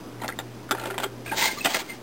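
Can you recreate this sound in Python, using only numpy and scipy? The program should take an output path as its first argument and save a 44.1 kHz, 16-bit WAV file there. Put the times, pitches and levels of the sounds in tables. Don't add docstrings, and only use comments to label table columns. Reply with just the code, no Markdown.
import sys
import numpy as np
from scipy import signal
from scipy.io import wavfile
from scipy.ndimage import uniform_filter1d

SR = 44100
rng = np.random.default_rng(int(sys.argv[2]) if len(sys.argv) > 2 else 0)


def unload_audio(sound):
    columns = np.transpose(np.atleast_2d(sound))
    steps = np.round(np.clip(columns, -1, 1) * 32767)
    wavfile.write(sys.argv[1], SR, steps.astype(np.int16))


def convert_level_to_amplitude(level_db):
    exponent = np.asarray(level_db, float) / 20
    return 10 ** exponent


N = 89302


def level(x, db):
    return x * convert_level_to_amplitude(db) / np.sqrt(np.mean(x ** 2))


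def band(x, hz, width):
    return signal.lfilter(*signal.iirpeak(hz, hz / width, SR), x)


def walk(rate):
    k = int(SR / rate)
    held = np.repeat(rng.standard_normal(N)[:N // k + 1], k)
    return 1.3 * uniform_filter1d(uniform_filter1d(held, k), k)[:N]


def curve(rows):
    s, db = np.array(rows).T
    return convert_level_to_amplitude(np.interp(np.arange(N) / SR, s, db, left=-90, right=-90))


def add(out, x, s):
    i = int(s * SR)
    out[i:i + len(x)] += x[:N - i]


def room():
    # frequency in Hz, density in dB per Hz.
    rumble_spectrum = [(30, -32.5), (60, -13), (110, -25.5), (255, -6), (380, -9.5), (520, -17.5),
                       (800, -18), (3000, -35)]
    # time in seconds, level in dB.
    hum_level = [
        (0, -50),
        (.2, -47),
        (1.35, -47),
        (1.45, -55),
        (1.9, -57.5),
        (2.02, -48),
    ]
    rumble_db, hum_hz, whine_hz, whine_db = -42, 120.4, 5010, -64.5

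    rumble, swell = 0, walk(2.3)
    at, db = np.array(rumble_spectrum).T
    for hz in 30 * 2 ** np.arange(0, 7, 1 / 3):
        gain = convert_level_to_amplitude(np.interp(np.log(hz), np.log(at), db) + 0.88 * swell + 1.5 * walk(15))
        rumble = rumble + gain * band(band(rng.standard_normal(N), hz, hz / 3), hz, hz / 3)

    hum = np.sin(2 * np.pi * np.cumsum(hum_hz + 1.4 * walk(11)) / SR)
    hum = hum * curve(hum_level) * convert_level_to_amplitude(4.5 + 2.0 * walk(15))
    whine = convert_level_to_amplitude(whine_db) * level(band(rng.standard_normal(N), whine_hz, 60), 0)
    return level(rumble, rumble_db) + hum + whine


def squeaks():
    # start in seconds, length in seconds, pitch in Hz, level in
    # dB.
    slips = [(0.201, 0.0038, 2020, -38.5), (0.215, 0.0077, 4080, -38), (0.289, 0.016, 1366, -31.5),
             (0.286, 0.0067, 1658, -28.5), (0.322, 0.0062, 1990, -30.5), (0.716, 0.03, 388, -26.5),
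             (0.812, 0.029, 373, -35), (0.877, .018, 373, -29), (0.911, 0.029, 384, -31.5),
             (0.95, 0.031, 381, -31), (1.045, 0.026, 385, -25), (1.081, 0.19, 382.7, -45.5),
             (1.259, 0.0066, 2250, -34.5), (1.277, 0.0063, 2545, -30.5), (1.293, .012, 2450, -29.5),
             (1.312, .013, 1606, -28), (1.321, 0.012, 850, -24.5), (1.316, 0.0099, 2480, -34),
             (1.41, 0.025, 161, -26), (1.422, 0.014, 2036, -22), (1.421, 0.019, 932, -24.5),
             (1.448, 0.018, 1970, -25.5), (1.434, 0.032, 2112, -23.5), (1.453, 0.019, 953, -27.5),
             (1.464, 0.027, 2133, -24), (1.47, .036, 1596, -33.5), (1.528, 0.0082, 348, -30),
             (1.51, 0.017, 2117, -29), (1.566, 0.029, 1165, -36), (1.579, .03, 4180, -37.5),
             (1.606, .015, 2605, -27), (1.618, 0.0071, 3790, -41), (1.632, 0.013, 2600, -39),
             (1.662, 0.03, 286, -28), (1.737, 0.0066, 2100, -29), (1.75, 0.025, 158, -32),
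             (1.88, 0.057, 2100, -39)]
    out, waver, flutter = np.zeros(N), walk(300), walk(350)
    for s, length, hz, db in slips:
        n, i = int(length * SR), int(s * SR)
        detune = waver[i:i + n] - waver[i:i + n].mean()
        stutter = flutter[i:i + n] - flutter[i:i + n].mean()
        tone = np.sin(2 * np.pi * np.cumsum(hz * (1 + .01 * detune)) / SR)
        add(out, convert_level_to_amplitude(db + 2.5 * stutter) * signal.windows.tukey(n, .6) * tone, s)
    return out


def knocks(rows):
    # frequency in Hz, level in dB, decay time T60 in seconds.
    modes = [(382.4, -15.5, 0.085), (546, -14, 0.016), (800, -8, 0.018), (913, -13.5, 0.012),
             (1146, -11, 0.0084), (1356, 2, 0.0091), (1588, -0.5, 0.015), (1930, 3, 0.016),
             (2410, 2, 0.0091), (2982, 6.5, .006), (3590, 2.5, 0.014), (4230, -5, 0.01), (4520, -10, 0.019),
             (5360, -4.5, 0.014)]
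    points, touches_per_s, rise_s, first_touch = 4, 6000, 0.00048, 0.99
    scatter_db, detune, dulling_db = 3, .08, -2
    own_ring_db, own_ring_t60_s, treble_t60_s = -4, .022, 0.013

    out, t = np.zeros(N), np.arange(SR // 8) / SR
    hz, db, t60 = np.array(modes).T[:, None, :, None]
    t60 = np.where(hz > 2500, np.minimum(t60, treble_t60_s), t60)
    point = np.arange(points)[:, None]
    for s, peak_db, own_hz, decay, tilt in rows:
        chance = rng.standard_normal((2, points, len(modes), 1))
        touch = rng.random((3, len(t)))

        octaves = np.log2(np.maximum(hz, 800) / 1000)
        gain = convert_level_to_amplitude(db + scatter_db * chance[0] + (tilt + dulling_db * point[:, None]) * octaves)
        mode_hz = hz * (1 + detune * np.minimum(hz / 1500, 1) * chance[1])
        ring = (gain * np.sin(2 * np.pi * mode_hz * t) * convert_level_to_amplitude(-60 * t / t60)).sum(axis=1)
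        own_ring = convert_level_to_amplitude(own_ring_db - 60 * t / own_ring_t60_s) * np.sin(2 * np.pi * own_hz * t)
        ring += np.sqrt(np.sum(gain ** 2, axis=1)) * own_ring

        decay = np.clip(decay, .004, .4)
        hits = (touch[0] < touches_per_s / SR) * (2 * touch[1] - 1)
        hits = hits * convert_level_to_amplitude(-60 * t / decay) * np.minimum(t / rise_s, 1)
        hits[0] = first_touch
        where = (points * touch[2] * np.minimum(6 * t / decay, 1)).astype(int)
        where = np.minimum(where, points - 1)

        x = signal.fftconvolve(ring, hits * (where == point), axes=1).sum(axis=0)
        loudest = np.sqrt(uniform_filter1d(x ** 2, size=200).max())
        add(out, x * convert_level_to_amplitude(peak_db - 7.5) / loudest, s)
    return out


def shuttle_knocks():
    # start in seconds, level in dB, own ring in Hz, chatter decay in seconds, tilt in dB per octave.
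    blows = [(0.218, -22.5, 963, 0.077, -4), (0.236, -17.5, 865, 0.041, -11),
             (0.245, -17, 864, 0.035, -9.5), (0.259, -24, 750, 0.025, -10), (0.28, -18, 3655, 0.021, 11.5),
             (0.288, -18.5, 1605, 0.03, -8), (0.302, -25.5, 1860, 0.0095, -0.5),
             (0.312, -36.5, 1310, 0.053, -2), (0.389, -14.5, 1395, 0.043, 0.5),
             (0.397, -23.5, 818, 0.054, -1), (0.71, -7, 1410, 0.022, 1.5), (0.714, -12.5, 817, 0.044, 1.5),
             (0.717, -11, 1415, 0.026, -0.5), (0.723, -17.5, 1424, 0.012, 8), (0.749, -18, 930, 0.03, -6.5),
             (0.782, -24, 1390, 0.065, -9), (0.797, -24, 790, 0.051, 0), (0.814, -29, 904, 0.034, -8),
             (0.837, -25, 560, 0.025, -15), (0.857, -17.5, 800, 0.029, -3), (0.87, -21.5, 913, 0.041, -8),
             (0.902, -20.5, 1370, 0.023, -5.5), (0.908, -20.5, 800, 0.043, -4),
             (0.942, -23, 1380, 0.038, -8), (0.98, -13, 976, 0.022, 5), (0.985, -17.5, 1950, 0.042, -6),
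             (1.0, -17.5, 1080, 0.054, -1), (1.028, -26, 873, 0.1, 4.5), (1.034, -14.5, 1420, 0.03, 0),
             (1.039, -13.5, 1423, 0.041, -3)]
    return knocks(blows)


def bumps():
    # start in seconds, level in dB, own ring in Hz, chatter decay in seconds, tilt in dB per octave.
    blows = [
        (.691, -28, 1400, .05, -7),
        (.837, -23, 1350, .05, -5),
        (1.278, -31, 1600, .07, -3),
        (1.421, -16, 930, .09, -2),
        (1.441, -17, 900, .06, -2),
        (1.455, -17, 960, .1, -2),
        (1.747, -17, 640, .08, -5),
        (1.372, -24, 900, .06, -4),
        (1.383, -25, 880, .05, -4),
    ]
    return knocks(blows)


def rattle(body, per_s, spread_db):
    chance = rng.random((3, N))
    sign = np.sign(chance[1] - .5)
    clicks = (chance[0] < per_s / SR) * sign * convert_level_to_amplitude(-spread_db * np.log(chance[2] + 0.02))
    patchy_db = 2
    rings = (convert_level_to_amplitude(db + patchy_db * walk(60)) * level(band(clicks, hz, width), 0) for hz, width, db in body)
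    return level(sum(rings), 0)


def bobbin():
    # frequency in Hz, bandwidth in Hz, level in dB.
    hollow = [(383.4, 37, 3.5), (559, 85, 6.5), (823, 160, 0.5), (830, 74, -9), (1420, 130, -2.5),
              (1900, 550, -9), (2450, 130, -7.5), (3880, 1200, -18.5)]
    # time in seconds, level in dB.
    unwinding = [
        (0.72, -42),
        (0.756, -35),
        (0.8, -32.5),
        (0.878, -31),
        (0.925, -38.5),
        (0.97, -43.5),
        (1.03, -28),
        (1.09, -46),
    ]
    return convert_level_to_amplitude(-4.5) * curve(unwinding) * rattle(hollow, 1600, 3)


def heddles_lifted():
    # frequency in Hz, bandwidth in Hz, level in dB.
    metal = [(887, 140, -5), (1016, 76, -6.5), (1610, 150, -12), (1995, 370, -10), (2100, 200, -1),
             (2460, 260, -16.5), (2940, 1400, -0.5), (3830, 1100, -1.5), (4770, 2600, 0.5), (5770, 1500, 1)]
    # time in seconds, level in dB.
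    lift = [
        (1.25, -55),
        (1.262, -51.5),
        (1.33, -51.5),
        (1.388, -27),
        (1.468, -29),
        (1.566, -47),
        (1.586, -41),
        (1.638, -47.5),
        (1.65, -25),
    ]
    return convert_level_to_amplitude(7.0) * curve(lift) * rattle(metal, 4000, 0.92)


def frame_knocks():
    # start in seconds, level in dB, own ring in Hz, chatter decay in seconds, tilt in dB per octave.
    blows = [(1.262, -27.5, 2470, 0.11, -7.5), (1.317, -19, 860, 0.078, -6), (1.33, -21, 570, 0.13, -11.5),
             (1.648, -10, 2800, 0.0083, 6.5), (1.651, -10, 800, 0.042, 2), (1.657, -5.5, 2512, 0.032, 5.5),
             (1.661, -11, 637, 0.022, 2), (1.667, -19, 800, 0.039, -4), (1.672, -14.5, 1730, 0.027, -3.5),
             (1.676, -17, 490, 0.031, -6), (1.698, -24.5, 2980, 0.068, 0), (1.706, -22, 920, 0.06, 11),
             (1.736, -21, 4900, 0.1, 7), (1.745, -9.5, 2550, 0.015, 3.5), (1.748, -12, 1883, 0.043, -3),
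             (1.758, -19.5, 1676, 0.027, 12), (1.768, -18.5, 646, 0.035, 0), (1.815, -31, 1380, 0.15, -16),
             (1.896, -28.5, 2100, 0.057, -1.5)]
    return knocks(blows)


def heddles_dropped():
    # frequency in Hz, bandwidth in Hz, level in dB.
    loose_parts = [(906, 300, -2), (1410, 830, -9.5), (2100, 1100, 3), (3240, 280, -6), (4260, 1500, 0),
                   (5520, 3800, -3)]
    # time in seconds, level in dB.
    drop = [
        (1.67, -45),
        (1.724, -37.5),
        (1.74, -40),
        (1.76, -33.5),
        (1.784, -45),
        (1.802, -39.5),
        (1.848, -58),
        (1.9, -50),
        (1.97, -58.5),
    ]
    return convert_level_to_amplitude(10.0) * curve(drop) * rattle(loose_parts, 3000, 1.4)


def echo(dry_loom):
    echo_db, t60_s, rise_s = -16, .11, 0.0051
    t = np.arange(SR // 3) / SR
    tail = band(rng.standard_normal(len(t)), 900, 2400) * convert_level_to_amplitude(-60 * t / t60_s) * np.minimum(t / rise_s, 1)
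    return convert_level_to_amplitude(echo_db) * signal.fftconvolve(dry_loom, tail / np.sqrt(np.sum(tail ** 2)))[:N]


def scene():
    loom = squeaks() + shuttle_knocks() + bumps() + bobbin()
    loom = loom + heddles_lifted() + frame_knocks() + heddles_dropped()
    loom = signal.sosfilt(signal.butter(2, 280, "high", fs=SR, output="sos"), loom)
    return (loom + echo(loom) + room())[None]


def band_limit(x):
    return signal.sosfilt(signal.butter(12, 17020, fs=SR, output="sos"), x)


def record(dry):
    soft_clip, hold = 2.3, 4
    step, offset = 1 / 128, -.002
    x = signal.resample_poly(np.tanh(soft_clip * dry) / soft_clip, 1, hold, axis=1)
    x = np.repeat(np.round(x / step) * step + offset, hold, axis=1)[:, :N]
    x = signal.sosfilt(signal.ellip(8, .2, 50, 15800, fs=SR, output="sos"), x)
    return band_limit(x)


dry = scene()
out = record(dry)
unload_audio(out)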